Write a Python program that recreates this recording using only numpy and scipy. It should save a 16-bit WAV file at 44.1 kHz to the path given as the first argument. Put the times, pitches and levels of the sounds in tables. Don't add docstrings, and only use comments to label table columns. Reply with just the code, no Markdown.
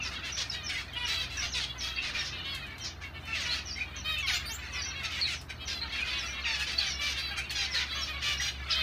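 import sys
import numpy as np
from scipy import signal
from scipy.fft import rfft, irfft, next_fast_len
from scipy.io import wavfile
from scipy.ndimage import uniform_filter1d, map_coordinates

SR = 44100
rng = np.random.default_rng(int(sys.argv[2]) if len(sys.argv) > 2 else 0)


def pcm_store(signal):
    levels = np.round(np.clip(np.atleast_2d(signal), -1, 1) * 32767)
    wavfile.write(sys.argv[1], SR, levels.astype(np.int16).T)


N = 388962

# start_s, length_s, middle_pitch_hz, beak_resonance_hz, level_db
NASAL_CALLS = [(.526, .066, 487, 2600, -46), (.95, .115, 489, 2650, -36), (1.075, .155, 665, 3400, -36.5),
               (1.29, .06, 675, 3800, -44), (1.68, .04, 566, 3500, -42), (1.745, .05, 512, 1900, -47),
               (1.81, .13, 659, 3100, -42), (2.318, .1, 485, 2700, -45), (2.44, .125, 553, 3400, -40),
               (2.61, .05, 628, 2400, -43), (2.69, .05, 452, 2000, -47), (3.03, .05, 557, 2100, -43),
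               (3.14, .05, 452, 2000, -45), (3.266, .07, 450, 2400, -41), (3.449, .085, 487, 2300, -37.5),
               (3.642, .07, 490, 2500, -50), (3.939, .05, 553, 1900, -48), (4.04, .115, 631, 3100, -34),
               (4.485, .045, 454, 2200, -40), (4.724, .094, 578, 2300, -47), (5.595, .055, 651, 3200, -42),
               (5.716, .077, 685, 3600, -41), (6.065, .14, 510, 3300, -38), (6.272, .09, 600, 2600, -44),
               (6.372, .05, 539, 2900, -45), (6.723, .12, 665, 3200, -40), (6.98, .125, 588, 2600, -36),
               (7.175, .125, 666, 3700, -39), (7.295, .04, 814, 2000, -41), (7.89, .165, 668, 3800, -40),
               (8.076, .047, 625, 2100, -38), (8.124, .05, 562, 2800, -44), (8.23, .13, 590, 2700, -35),
               (8.735, .085, 642, 3000, -34.5)]
LOW_PARTIALS_DB = [-3, -2, -4]
# start_s, length_s, first_pitch_hz, last_pitch_hz, level_db
WHISTLES = [(0.0, 0.028, 2870, 2584, -36), (0.32, 0.077, 5830, 5640, -39.5),
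            (0.494, 0.0096, 5200, 4940, -34.5), (0.752, 0.042, 1980, 2300, -39),
            (0.932, 0.031, 3170, 3270, -40), (1.369, 0.047, 5720, 5810, -37.5),
            (1.376, 0.018, 1910, 1580, -37), (1.468, 0.062, 6280, 6360, -48),
            (1.532, 0.044, 4020, 3960, -39.5), (1.957, 0.024, 4460, 4570, -41),
            (1.969, 0.042, 2440, 2780, -35.5), (2.145, 0.028, 2446, 2460, -37),
            (2.171, 0.15, 5470, 5500, -47.5), (3.328, 0.022, 2637, 2750, -35.5),
            (3.352, 0.026, 2260, 1814, -40.5), (3.49, 0.051, 3840, 4440, -33),
            (3.707, 0.041, 5660, 5520, -44), (3.759, 0.025, 2030, 2170, -40),
            (3.8, 0.026, 2385, 2390, -32.5), (3.959, 0.05, 6200, 5800, -45.5),
            (4.164, 0.047, 2530, 2670, -35.5), (4.808, 0.091, 5720, 5630, -41.5),
            (5.172, 0.094, 1895, 2540, -45), (5.21, 0.049, 4630, 4050, -28.5),
            (5.276, 0.012, 2200, 2050, -37), (5.811, 0.024, 4060, 4230, -34),
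            (5.983, 0.048, 2320, 2530, -34), (6.255, 0.07, 5780, 5660, -44.5),
            (6.439, 0.038, 3024, 2107, -34), (6.776, 0.036, 4570, 4190, -28.5),
            (6.855, 0.099, 5840, 5450, -40.5), (7.381, 0.069, 2260, 2795, -41),
            (7.492, 0.021, 4470, 4390, -39.5), (7.738, 0.024, 2030, 1890, -34.5),
            (7.746, 0.041, 4230, 4000, -32), (7.95, 0.07, 6040, 6600, -49), (8.373, 0.052, 5520, 5620, -40),
            (8.394, 0.015, 1900, 1940, -33), (8.704, 0.037, 5250, 3400, -32)]
# start_s, length_s, first_pitch_hz, level_db
PEEPS = [(0.012, 0.07, 6200, -42.5), (0.63, 0.069, 6300, -40.5), (1.046, 0.016, 5900, -35.5),
         (1.516, 0.029, 5920, -37), (1.776, 0.051, 6200, -40), (2.798, 0.065, 6300, -44),
         (3.4, 0.074, 6870, -47.5), (3.647, 0.085, 6300, -40), (4.177, 0.039, 7170, -50),
         (4.723, 0.13, 6250, -42), (5.313, 0.09, 7090, -51), (5.652, 0.088, 6200, -43),
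         (6.172, 0.075, 6210, -43), (7.701, 0.041, 5900, -38.5), (8.001, 0.036, 6030, -37.5)]
# start_s, length_s, first_pitch_hz, last_pitch_hz, level_db
CHIRPS = [(2.19, 0.023, 1900, 1820, -36.5), (4.226, 0.038, 1150, 1062, -34), (4.272, 0.044, 1450, 826, -33),
          (8.715, 0.024, 1780, 1540, -31)]
CHIRP_PARTIALS_DB = [-1, 8.5, 6.5, -14, -8]
# start_s, length_s, first_pitch_hz, last_pitch_hz, level_db
SQUEAKS = [(4.259, 0.12, 4800, 7170, -44), (4.452, 0.11, 4570, 7200, -42)]
# time_s, length_s, vowel_centre_hz, level_db
HARSH_SYLLABLES = [(0.021, 0.081, 4840, -46), (0.115, 0.056, 3000, -46.5), (0.245, 0.072, 3060, -41.5),
                   (0.375, 0.064, 3640, -35), (0.52, 0.043, 3630, -40.5), (0.695, 0.078, 2850, -37.5),
                   (0.775, 0.053, 2700, -41.5), (1.072, 0.095, 3400, -37), (1.191, 0.07, 3340, -41),
                   (1.3, 0.14, 2750, -44.5), (1.424, 0.051, 3230, -34.5), (1.549, 0.11, 3200, -35),
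                   (1.808, 0.092, 3860, -40), (2.026, 0.089, 3230, -39), (2.14, 0.09, 2880, -37.5),
                   (2.248, 0.051, 4100, -39.5), (2.847, 0.045, 5150, -40), (3.018, 0.037, 2000, -44.5),
                   (3.274, 0.085, 2450, -46.5), (3.344, 0.087, 3030, -37), (3.409, 0.083, 2820, -38.5),
                   (3.506, 0.1, 3160, -38), (3.68, 0.053, 5000, -52), (3.76, 0.079, 2900, -44),
                   (4.272, 0.11, 3240, -32.5), (4.615, 0.069, 2220, -45), (5.039, 0.032, 3260, -32.5),
                   (5.106, 0.12, 2930, -40.5), (5.264, 0.1, 2880, -37), (5.494, 0.031, 2350, -40.5),
                   (5.682, 0.064, 3420, -38), (5.912, 0.12, 2500, -42), (6.059, 0.092, 3200, -42),
                   (6.452, 0.12, 2940, -34), (6.596, 0.05, 2880, -33.5), (6.668, 0.08, 3450, -38),
                   (6.78, 0.15, 3200, -37), (7.014, 0.13, 3660, -37), (7.163, 0.053, 2970, -36.5),
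                   (7.37, 0.038, 2490, -33), (7.5, 0.045, 3100, -38.5), (7.552, 0.12, 3470, -34),
                   (7.745, 0.1, 3150, -35), (8.039, 0.054, 4570, -43), (8.218, 0.13, 3180, -36),
                   (8.405, 0.1, 3470, -35), (8.7, 0.06, 3430, -36)]
# frequency_hz, gain_db
THROAT = [(500, -5), (900, -5.5), (1400, -4.5), (2200, -1), (3200, -3.5), (4400, 0.5), (5300, 1),
          (6800, -0.5), (8000, -127)]
# frequency_hz, gain_db
BREATH_HISS = [(5000, -6), (6500, -10.5), (9600, -11.5), (10500, -25), (12000, -20), (15000, -22)]
# start_s, level_db (before the tick's own colour)
TICKS = [(0.931, -41), (1.078, -33), (2.545, -31), (2.663, -43), (2.779, -37.5), (3.251, -43), (4.18, -32),
         (5.031, -37), (5.116, -39), (5.4106, -36), (7.504, -26)]
# time_s, level_db
CHORUS_SWELL = [(0.0, -38), (0.83, -43), (1.1, -38), (1.69, -48.5), (2.13, -36), (3.12, -51.5),
                (3.46, -40.5), (3.78, -50), (4.07, -40.5), (4.25, -42.5), (4.42, -39.5), (5.26, -40.5),
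                (5.36, -77), (5.55, -48), (5.97, -35.5), (7.1, -40), (7.45, -41.5), (7.7, -39),
                (8.399, -38.5), (8.55, -43.5), (8.82, -33)]
# frequency_hz, gain_db
DISTANCE = [(4200, 17), (5200, 1.5), (7000, 8)]
# pitch_hz, wobble_rate_per_s (random knots), level_db
MOTOR_LINES = [(63.9, 1.52, -50), (125.9, 8.2, -57)]
# time_s, pitch_hz, level_db
ENGINE_DRONE = [(0, 88, -53), (1.4, 86, -47), (1.7, 86, -71), (2.3, 87, -48.5), (5.7, 79, -45.5),
                (6.2, 71, -52.5), (7.5, 70, -44), (8.82, 69, -41.5)]
# frequency_hz, gain_db
ROOM_TONE = [(20, -67), (45, -3.5), (97, -5.5), (208, -9.5), (350, -12), (530, -20.5), (670, -13.5),
             (860, -17), (1600, -17), (5740, -52), (7650, -52), (15500, -41)]
# frequency_hz, t60_s
WALL_DECAY = [(500, 0.09), (3000, 0.21), (10000, 0.23)]

RESONANCE_WIDTH_HZ, BUZZ_DB = 750, -32
HOARSE_HZ = 14000
SMALL_BODY_HZ = 650
PEEP_REST_HZ, PEEP_SINK_HZ_PER_S = 4750, 20000
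HISS_AGAINST_VOICE_DB = -13
MOTOR_STEADY = 3.5
TOP_HZ = 15400


def amp(db):
    return 10 ** (np.asarray(db) / 20)


def unit(x):
    return x / np.sqrt(np.mean(x ** 2) + 1e-20)


def along(points, hz):
    f, v = np.transpose(points)
    return np.interp(np.log(hz + 1), np.log(f + 1), v, left=v[0], right=v[-1])


def wobble(n, rate):
    knots = rng.standard_normal(int(n * rate / SR) + 4)
    return map_coordinates(knots, [np.arange(n) * rate / SR])


def coloured(x, points):
    m = next_fast_len(len(x) + 4096)
    gain = amp(along(points, np.fft.rfftfreq(m, 1 / SR)))
    return irfft(rfft(x, m) * gain, m)[:len(x)]


def breath(length, attack, release):
    t = np.arange(round((length + 5 * release) * SR)) / SR
    decay = np.exp(-np.clip(t - length, 0, None) / release)
    return t, np.clip(t / attack, 0, 1) * decay


def overtones(pitch, gains):
    k = np.arange(1, len(gains) + 1)[:, None]
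    start = rng.uniform(0, 2 * np.pi, k.shape)
    phase = k * 2 * np.pi * np.cumsum(pitch) / SR + start
    return unit((gains * np.sin(phase)).sum(0))


def add(track, s, note):
    part = track[max(round(s * SR), 0):][:len(note)]
    part += note[:len(part)]


def nasal_calls(calls):
    out, k = np.zeros(N), np.arange(1, 25)[:, None]
    for s, length, middle, beak_hz, db in calls:
        t, push = breath(length - .01, attack=.02, release=.012)
        arch = 1 - 0.0344 * (2 * t / length - 1) ** 2
        pitch = middle * arch * (1 + 0.0042 * wobble(len(t), 60.5))
        partial_hz = k * middle
        peak_db = -6 * np.log1p(((partial_hz - beak_hz) / RESONANCE_WIDTH_HZ) ** 2)
        treble_loss_db = np.clip(partial_hz - 4800, 0, 1000) / 70
        peak_db = np.maximum(peak_db - treble_loss_db, BUZZ_DB)
        peak_db[:3, 0] += LOW_PARTIALS_DB
        peak_db -= np.clip(SMALL_BODY_HZ - partial_hz, 0, None) / 12
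        start, sway = rng.uniform(0, 2 * np.pi, (2, *k.shape))
        uneven_db = rng.normal(0, 2.5, k.shape) + 2 * np.sin(70 * t + sway)
        hoarse = np.clip(partial_hz / HOARSE_HZ, 0, 1) ** 2
        tremble = unit(uniform_filter1d(rng.standard_normal(uneven_db.shape), size=140))
        strength = (1 - hoarse + hoarse * tremble) * amp(peak_db + uneven_db)
        tone = strength * np.sin(k * 2 * np.pi * np.cumsum(pitch) / SR + start)
        add(out, s, amp(db) * push * unit(tone.sum(0)))
    return out


def whistles():
    out = np.zeros(N)
    plain = [(*row, row[1], .005) for row in WHISTLES]
    for s, length, first, last, db, glide, attack in plain + peeps():
        t, push = breath(length, attack, release=.008)
        pitch = np.interp(t, [0, glide], [first, last]) * (1 + 0.0224 * wobble(len(t), 131.2))
        pitch *= 1 + first / 330000 * wobble(len(t), 900)
        flutter = amp(3 * wobble(len(t), 140)) + first / 11000 * wobble(len(t), 700)
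        add(out, s, amp(db) * push * unit(flutter) * overtones(pitch, amp([[0], [-34]])))
    return out


def peeps():
    rows = []
    for s, length, first, db in PEEPS:
        glide = min(length, (first - PEEP_REST_HZ) / PEEP_SINK_HZ_PER_S)
        last = first - PEEP_SINK_HZ_PER_S * glide
        rows.append((s, length, first, last, db, glide, .022))
    return rows


def chirps():
    out = np.zeros(N)
    for s, length, first, last, db in CHIRPS:
        t, push = breath(length, attack=0.0011, release=0.0024)
        pitch = np.interp(t / length, [0, 1], [first, last])
        tone = overtones(pitch, amp(CHIRP_PARTIALS_DB)[:, None])
        add(out, s, amp(db) * push * unit(coloured(tone, THROAT)))
    return out


def squeaks():
    out = np.zeros(N)
    for s, length, first, last, db in SQUEAKS:
        t, push = breath(length, attack=0.01, release=0.0042)
        rise = np.clip(1.8 * t / length - .5, 0, 1)
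        smooth_rise = rise ** 2 * (3 - 2 * rise)
        pitch = (first + (last - first) * smooth_rise) * (1 + .035 * wobble(len(t), 1500))
        level = amp(db + 1.1 * wobble(len(t), 270))
        add(out, s, level * push * overtones(pitch, amp([[0], [-10], [-14]])))
    return out


def harsh_syllables():
    out = np.zeros(N)
    for s, length, centre, db in HARSH_SYLLABLES:
        start, fall, slow = rng.uniform(size=3)
        t, push = breath(length, attack=.012 + .02 * slow, release=.014)
        pitch = (500 + 500 * start) * np.exp(-5 * fall ** 2 * t) * (1 + .01 * wobble(len(t), 200))
        pulses = np.diff(np.floor(np.cumsum(pitch) / SR), prepend=0)
        pulses = pulses * amp(rng.normal(0, 1.3, len(t)))
        noise = rng.standard_normal((2, len(t))) * amp(2.1 * wobble(len(t), 134.0))
        mix = unit(pulses) + .3 * noise[0] + .6 * unit(twitter(len(t), rate=700))
        vowel = [(700, -14), (centre / 1.8, 0), (centre, 7), (centre * 1.5, 0), (centre * 2.1, -8)]
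        voice = coloured(coloured(mix, THROAT), vowel)
        ripple = np.transpose([np.geomspace(5000, 16000, 14), rng.normal(0, 3.5, 14)])
        turbulence = coloured(coloured(.5 * noise[1] + unit(pulses), BREATH_HISS), ripple)
        hiss = amp(2.3 * wobble(len(t), 61.0)) * turbulence
        syllable = push * amp(db) * unit(voice) + push ** 2 * amp(db + HISS_AGAINST_VOICE_DB) * unit(hiss)
        add(out, s - .013, syllable)
    return out


def twitter(n, rate):
    rows = rng.uniform(size=(int(n / SR * rate) + 1, 5))
    t = np.arange(SR // 40) / SR
    when, height, life, glide, size = rows.T[:, :, None]
    hz, life = 1200 * 5.2 ** height, .006 + .018 * life
    shape = np.sin(np.pi * np.clip(t / life, 0, 1))
    strength = amp(-2.5 * np.log(size + .08))
    tones = strength * shape * np.sin(2 * np.pi * hz * t * (1 + (5 * glide - 3.5) * t))
    where = (when * n).astype(int) + np.arange(len(t)) - len(t) // 4
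    return np.bincount(np.clip(where, 0, n).ravel(), tones.ravel(), n + 1)[:n]


def ticks():
    out, t = np.zeros(N), np.arange(SR // 20) / SR
    for s, db in TICKS:
        crack = rng.standard_normal(len(t)) * amp(-60 * t / 0.079) * np.clip(t / 0.0043, 0, 1)
        add(out, s, amp(db) * coloured(crack, [(1000, -20), (3000, 1), (15000, -13.5)]))
    return out


def chorus():
    blur = unit(twitter(N, rate=660)) + 0.6 * rng.standard_normal(N)
    blur = unit(coloured(blur, THROAT))
    calls = .95 * unit(nasal_calls(far_calls(count=110)))
    hiss = amp(-25 + 5.9 * wobble(N, 12)) * unit(coloured(rng.standard_normal(N), BREATH_HISS))
    voices = unit(coloured(blur + calls, DISTANCE)) + hiss
    s, db = np.transpose(CHORUS_SWELL)
    swell_db = np.interp(np.arange(N) / SR, s, db)
    return amp(swell_db + 1.8 * wobble(N, 8.2)) * voices


def far_calls(count):
    when, length, pitch, size = rng.uniform(size=(count, 4)).T
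    s = (np.arange(count) + when) / count * N / SR
    return np.transpose([s, 0.0336 + 0.056 * length, 450 + 230 * pitch, 1900 + 1500 * size, 6 * size])


def machines():
    t = np.arange(N) / SR
    hum = np.zeros(N)
    for hz, rate, db in MOTOR_LINES:
        line = np.sin(2 * np.pi * hz * t + 2.84 * wobble(N, rate))
        hum += amp(db) * unit((MOTOR_STEADY + wobble(N, rate)) * line)
    s, hz, db = np.transpose(ENGINE_DRONE)
    drone_level = amp(np.interp(t, s, db) + 0.57 * wobble(N, 3.44))
    drone = drone_level * np.sin(2 * np.pi * np.cumsum(np.interp(t, s, hz)) / SR)
    air = amp(-50.0 + wobble(N, 6.7)) * unit(coloured(rng.standard_normal(N), ROOM_TONE))
    return hum + drone + air


def walls(x, parts):
    out, edges = np.zeros(N), np.linspace(0, N, parts + 1).astype(int)
    for a, b in zip(edges, edges[1:]):
        hz, t, z = signal.stft(rng.standard_normal(SR // 3), SR, nperseg=256)
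        decay = amp(-60 * t / along(WALL_DECAY, hz)[:, None])
        tail = signal.istft(z * decay, SR, nperseg=256)[1]
        add(out, a / SR + .004, signal.fftconvolve(x[a:b], tail / np.linalg.norm(tail)))
    return out


def scene():
    calls = nasal_calls(NASAL_CALLS)
    notes = chirps() + whistles() + squeaks()
    harsh = harsh_syllables() + ticks()
    far = chorus()
    sends = amp(-4) * calls + amp(-8) * notes + amp(-5.0) * harsh + amp(-10.5) * far
    echoes = walls(sends, parts=30)
    return (calls + notes + harsh + amp(-2.5) * far + echoes + machines())[None]


def record(dry):
    m = next_fast_len(N + 4096)
    kept = np.fft.rfftfreq(m, 1 / SR) < TOP_HZ
    return irfft(rfft(dry, m) * kept, m)[:, :N]


dry = scene()
out = record(dry)
pcm_store(out)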